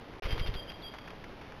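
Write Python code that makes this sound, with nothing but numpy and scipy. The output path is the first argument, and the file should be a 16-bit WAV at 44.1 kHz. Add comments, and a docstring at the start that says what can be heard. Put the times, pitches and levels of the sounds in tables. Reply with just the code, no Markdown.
"""A grouse rushes along a marsh edge with five wingbeats: each swishes the feathers and shoves a thump
of air. Its steps crunch through dry grass while a small bird whistles thin notes that echo off the trees.
Underneath lies a bed of outdoor air, trickling water and mains buzz. The recorder samples coarsely,
which mirrors the whistles into the treble.
An edit cuts the sound to silence for a moment just before the rush."""
import sys
import numpy as np
from scipy import signal
from scipy.fft import rfft, irfft
from scipy.io import wavfile

SR = 44100
rng = np.random.default_rng(int(sys.argv[2]) if len(sys.argv) > 2 else 0)


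def store_wav(level_fs):
    """Save 16-bit WAV to argv[1]."""
    pcm = np.round(np.clip(np.atleast_2d(level_fs), -1, 1) * 32767)
    wavfile.write(sys.argv[1], SR, pcm.T.astype(np.int16))


N = 70560
T = np.arange(N) / SR

# tone of the outdoor air: frequency_hz, gain_db
AIR_EQ = [(25, 4.5), (70, 0.5), (130, 0), (250, -3), (450, -7.5), (900, -8), (1300, -11.5), (2000, -12.5),
          (3200, -17), (4000, -17)]
# partials of the mains buzz: harmonic_number, level_db
BUZZ_PARTIALS = [(4, -66), (5, -64.5), (6, -76.5), (7, -67), (8, -69), (9, -68), (10, -73), (11, -72),
                 (14, -68), (15, -81), (16, -75.5)]
# the small bird's phrase: start_s, end_s, pitch_hz, start_offset_hz, glide_s, level_db
WHISTLES = [(0.264, 0.345, 3211, 700.5, .007, -47), (0.387, 0.453, 3220, 99.5, 0.0064, -48),
            (0.541, 0.613, 3253, 599.5, .007, -47.5), (0.675, 0.71, 3272, -550, 0.00853, -44.5),
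            (0.814, 0.891, 3284, 1250, .008, -47)]
# slapback off near trunks: delay_s, gain_db
TRUNK_ECHOES = [(0.042, -14), (.062, -15.5)]
# steps and snaps in dry grass: start_s, level_db, decay_s, centre_hz, crack_db
CRUNCHES = [(0.222, -36, 0.006, 600, -26), (0.307, -41, 0.0029, 1800, -11.5),
            (0.343, -33, 0.0028, 590, -13), (0.3782, -28.5, 0.0028, 813, -6.5),
            (0.509, -45, 0.002, 2400, -18), (0.549, -38, 0.012, 480, -12), (0.7000, -40, 0.0073, 1980, -28),
            (0.717, -36, 0.0032, 1400, 1), (0.782, -46, .004, 600, -10), (0.9365, -39, 0.015, 880, -17),
            (0.9845, -36.5, 0.0044, 1230, -22), (1.0753, -42.5, 0.0094, 1290, -11),
            (1.1031, -42, 0.0059, 1760, -22), (1.2402, -38, 0.0047, 1300, -8.5),
            (1.411, -51, 0.032, 1720, -22), (1.5203, -38, 0.0038, 1220, -27)]
# tone of brushed grass: frequency_hz, gain_db
GRASS_EQ = [(100, 6), (220, -10), (450, 6), (800, -8), (1400, -7.5), (2200, -13.5), (3000, -10),
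            (4000, -14.5)]
# rumble of stirred air: frequency_hz, gain_db
EDDY_EQ = [(20, 0), (60, 7), (120, 2), (200, -13.5), (800, -54)]
# body of the feather swish: frequency_hz, gain_db
FEATHER_EQ = [(200, -3), (600, 2.5), (1000, 4.5), (1500, 4.5), (2300, 8.5), (3000, 1.5), (4000, -0.5)]
# hiss of the wing tips: frequency_hz, gain_db
TIP_EQ = [(1500, -31), (2700, -2.5), (3600, 3), (4000, 0.5)]
# wing strokes: time_s, thump_db, swish_db, swish_lead_s, swish_width_s, tip_db
WINGBEATS = [(0.2589, -28.5, -42, 0.014, 0.02, -51), (0.3323, -23.5, -43.5, 0.015, 0.025, -51),
             (0.414, -25, -43, 0.016, 0.012, -43.5), (0.4928, -26, -43, 0.02, 0.0091, -45.5),
             (0.558, -36, -46, 0.012, 0.0064, -46.5)]

SAMPLING_HZ = 8000  # the recorder's coarse rate


def undb(db):
    """Decibels to gain."""
    return 10 ** (np.asarray(db) / 20)


def unit(x):
    """Scale to rms 1."""
    return x / np.sqrt(np.mean(x ** 2) + 1e-20)


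def shaped_noise(db_at):
    """Noise of rms 1 below half the coarse rate; db_at gives its tone over log2 of the frequency."""
    octave = np.log2(np.maximum(np.fft.rfftfreq(N, 1 / SR), 1))
    gain = undb(db_at(octave)) * (octave < np.log2(SAMPLING_HZ / 2))
    return unit(irfft(rfft(rng.standard_normal(N)) * gain, N))


def eq_noise(eq):
    """Noise of rms 1 coloured by an EQ table."""
    hz, db = np.array(eq, float).T
    return shaped_noise(lambda octave: np.interp(octave, np.log2(hz), db))


def wobble(rate_hz):
    """Random modulation: levels joined by lines, spread near 1."""
    return 0.968 * np.interp(T * rate_hz, np.arange(N), rng.standard_normal(N))


def grain(depth_db, rate_hz):
    """A jittering gain of rms 1 that roughens a layer."""
    return unit(undb(depth_db * wobble(rate_hz)))


def outdoor_air(level_db=-49, flicker_db=0.42):
    """A dark, steady bed of air whose level flickers slightly."""
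    return undb(level_db) * eq_noise(AIR_EQ) * undb(flicker_db * wobble(39.64))


def mains_buzz(mains_hz=60):
    """A faint stack of mains harmonics."""
    return sum(np.sqrt(2) * undb(db) * np.cos(2 * np.pi * harmonic * mains_hz * T)
               for harmonic, db in BUZZ_PARTIALS)


def trickle(level_db=-54.5, plops_per_s=230, centre_hz=715, spread_octaves=1.146, decay_cycles=2):
    """Running water: a scatter of tiny plops, each a quickly damped sine."""
    water, age = np.zeros(2 * N), T[:N // 40]
    for when, pitch, size in rng.random((int(plops_per_s * N / SR), 3)):
        hz = centre_hz * 2 ** (spread_octaves * (2 * pitch - 1))
        gain = undb(-0.5 * np.log(max(size, .02)))
        plop = np.sin(2 * np.pi * hz * age) * np.exp(-age * hz / decay_cycles)
        start = int(when * N)
        water[start:start + len(age)] += gain * plop
    return undb(level_db) * unit(water[:N])


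def songbird(sag_hz_per_s=674, swell_s=0.044, ramp_s=0.0064, waver_hz=13.8, flutter_db=1.5):
    """Pure whistles slide onto their pitch, swell, sag and stop."""
    song, waver = np.zeros(N), waver_hz * wobble(89.06)
    for start, end, hz, offset_hz, glide, db in WHISTLES:
        age = np.maximum(T - start, 0)
        pitch = hz + offset_hz * np.exp(-age / glide) - sag_hz_per_s * age + waver
        gate = np.clip(np.minimum(age, end - T + ramp_s / 2) / ramp_s, 0, 1)
        swell = np.minimum(0.34 + (age / swell_s) ** 2, 1)
        song += np.sqrt(2) * undb(db) * gate * swell * np.sin(2 * np.pi * np.cumsum(pitch) / SR)
    return song * undb(flutter_db * wobble(120.6))


def among_trees(song, tail_db=-8, t60_s=1, far_db=-13.5, far_delay_s=0.15, far_width_s=0.027):
    """The song with slapback off near trunks, a woodland tail and a blur returning from far trees."""
    slapback = sum(undb(db) * np.interp(T - delay, T, song, left=0) for delay, db in TRUNK_ECHOES)
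    tail = undb(tail_db) * unit(np.exp(-np.log(1000) * T / t60_s))
    far = undb(far_db) * unit(np.exp(-.5 * ((T - far_delay_s) / far_width_s) ** 2))
    impulse_response = np.hypot(tail, far) * rng.standard_normal(N) / np.sqrt(N)
    return song + slapback + signal.fftconvolve(song, impulse_response)[:N]


def grass_steps(attack_s=0.001, width_octaves=0.52):
    """Dry stalks crunch underfoot: short bursts, each a band of colour over a broad crack."""
    steps = np.zeros(N)
    for start, db, decay, hz, crack_db in CRUNCHES:
        def tone_db(octave):
            band = np.exp(-.5 * ((octave - np.log2(hz)) / width_octaves) ** 2)
            return 10 * np.log10(band + undb(crack_db) ** 2)
        age = np.maximum(T - start, 0)
        envelope = (1 - np.exp(-age / attack_s)) * np.exp(-age / decay)
        steps += undb(db) * envelope * shaped_noise(tone_db)
    return steps * grain(depth_db=1, rate_hz=900)


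def wake(start_s=0.24, end_s=0.5, grass_db=-44.5, grass_fade_s=0.13, eddy_db=-42.5, eddy_fade_s=0.12):
    """Brushed grass rustles and stirred air rumbles through the rush, then both settle."""
    settling = np.maximum(T - end_s, 0)
    rustle = eq_noise(GRASS_EQ) * grain(depth_db=3, rate_hz=200)
    grass = undb(grass_db) * np.exp(-settling / grass_fade_s) * rustle
    eddies = undb(eddy_db) * np.exp(-settling / eddy_fade_s) * eq_noise(EDDY_EQ)
    return (T > start_s) * (grass + eddies)


def wingbeats(suck_s=0.0062, turn_s=0.0024, push_s=0.0053, sway_s=0.022, sway_db=-38.5, tip_s=0.0062):
    """Each stroke swishes, hisses at the tips, draws air in and turns it into a thumping push."""
    air, swish, tips = np.zeros((3, N))
    for time, thump_db, swish_db, lead, width, tip_db in WINGBEATS:
        age = T - time
        suck, push = 0.78 * np.exp(-abs(age) / suck_s), np.exp(-abs(age) / push_s)
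        air += 2 * undb(thump_db) * np.tanh(age / turn_s) * np.where(age < 0, suck, push)
        air += 2 * undb(sway_db) * age / sway_s * np.exp(-(age / sway_s) ** 2)  # slow swing of air
        swish += undb(swish_db) * np.exp(-.5 * ((age + lead) / width) ** 2)
        tips += undb(tip_db) * np.exp(-.5 * ((age + lead) / tip_s) ** 2)
    feathers = swish * eq_noise(FEATHER_EQ) + tips * eq_noise(TIP_EQ)
    return air + feathers * grain(depth_db=3, rate_hz=700)


def scene():
    """The mono mix: grouse in front, songbird in the trees, marsh bed underneath."""
    grouse = wingbeats() + wake() + grass_steps()
    return (grouse + among_trees(songbird()) + trickle() + outdoor_air() + mains_buzz())[None]


def record(dry, roll_off_hz=3670, top_hz=15700, cut_start_s=0.198, cut_end_s=0.2222):
    """Coarse samples joined by lines mirror the sound into the treble; an edit cuts a brief silence."""
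    count = round(N * SAMPLING_HZ / SR)
    bins, times = np.arange(count // 2 + 1), np.arange(count) / SAMPLING_HZ
    roll_off = 1 / np.sqrt(1 + (bins * SR / N / roll_off_hz) ** 20)
    droop = np.sinc(bins / count) ** 2  # the lines dull the highs; dividing by this keeps them level
    coarse = irfft(rfft(dry[0])[bins] * roll_off / droop, count) * count / N
    edit_gate = (times < cut_start_s) | (times > cut_end_s)
    joined = np.interp(T, times, coarse * edit_gate)
    high_cut = signal.ellip(10, .1, 70, top_hz, fs=SR, output="sos")
    return signal.sosfilt(high_cut, joined)[None]


dry = scene()
out = record(dry)
store_wav(out)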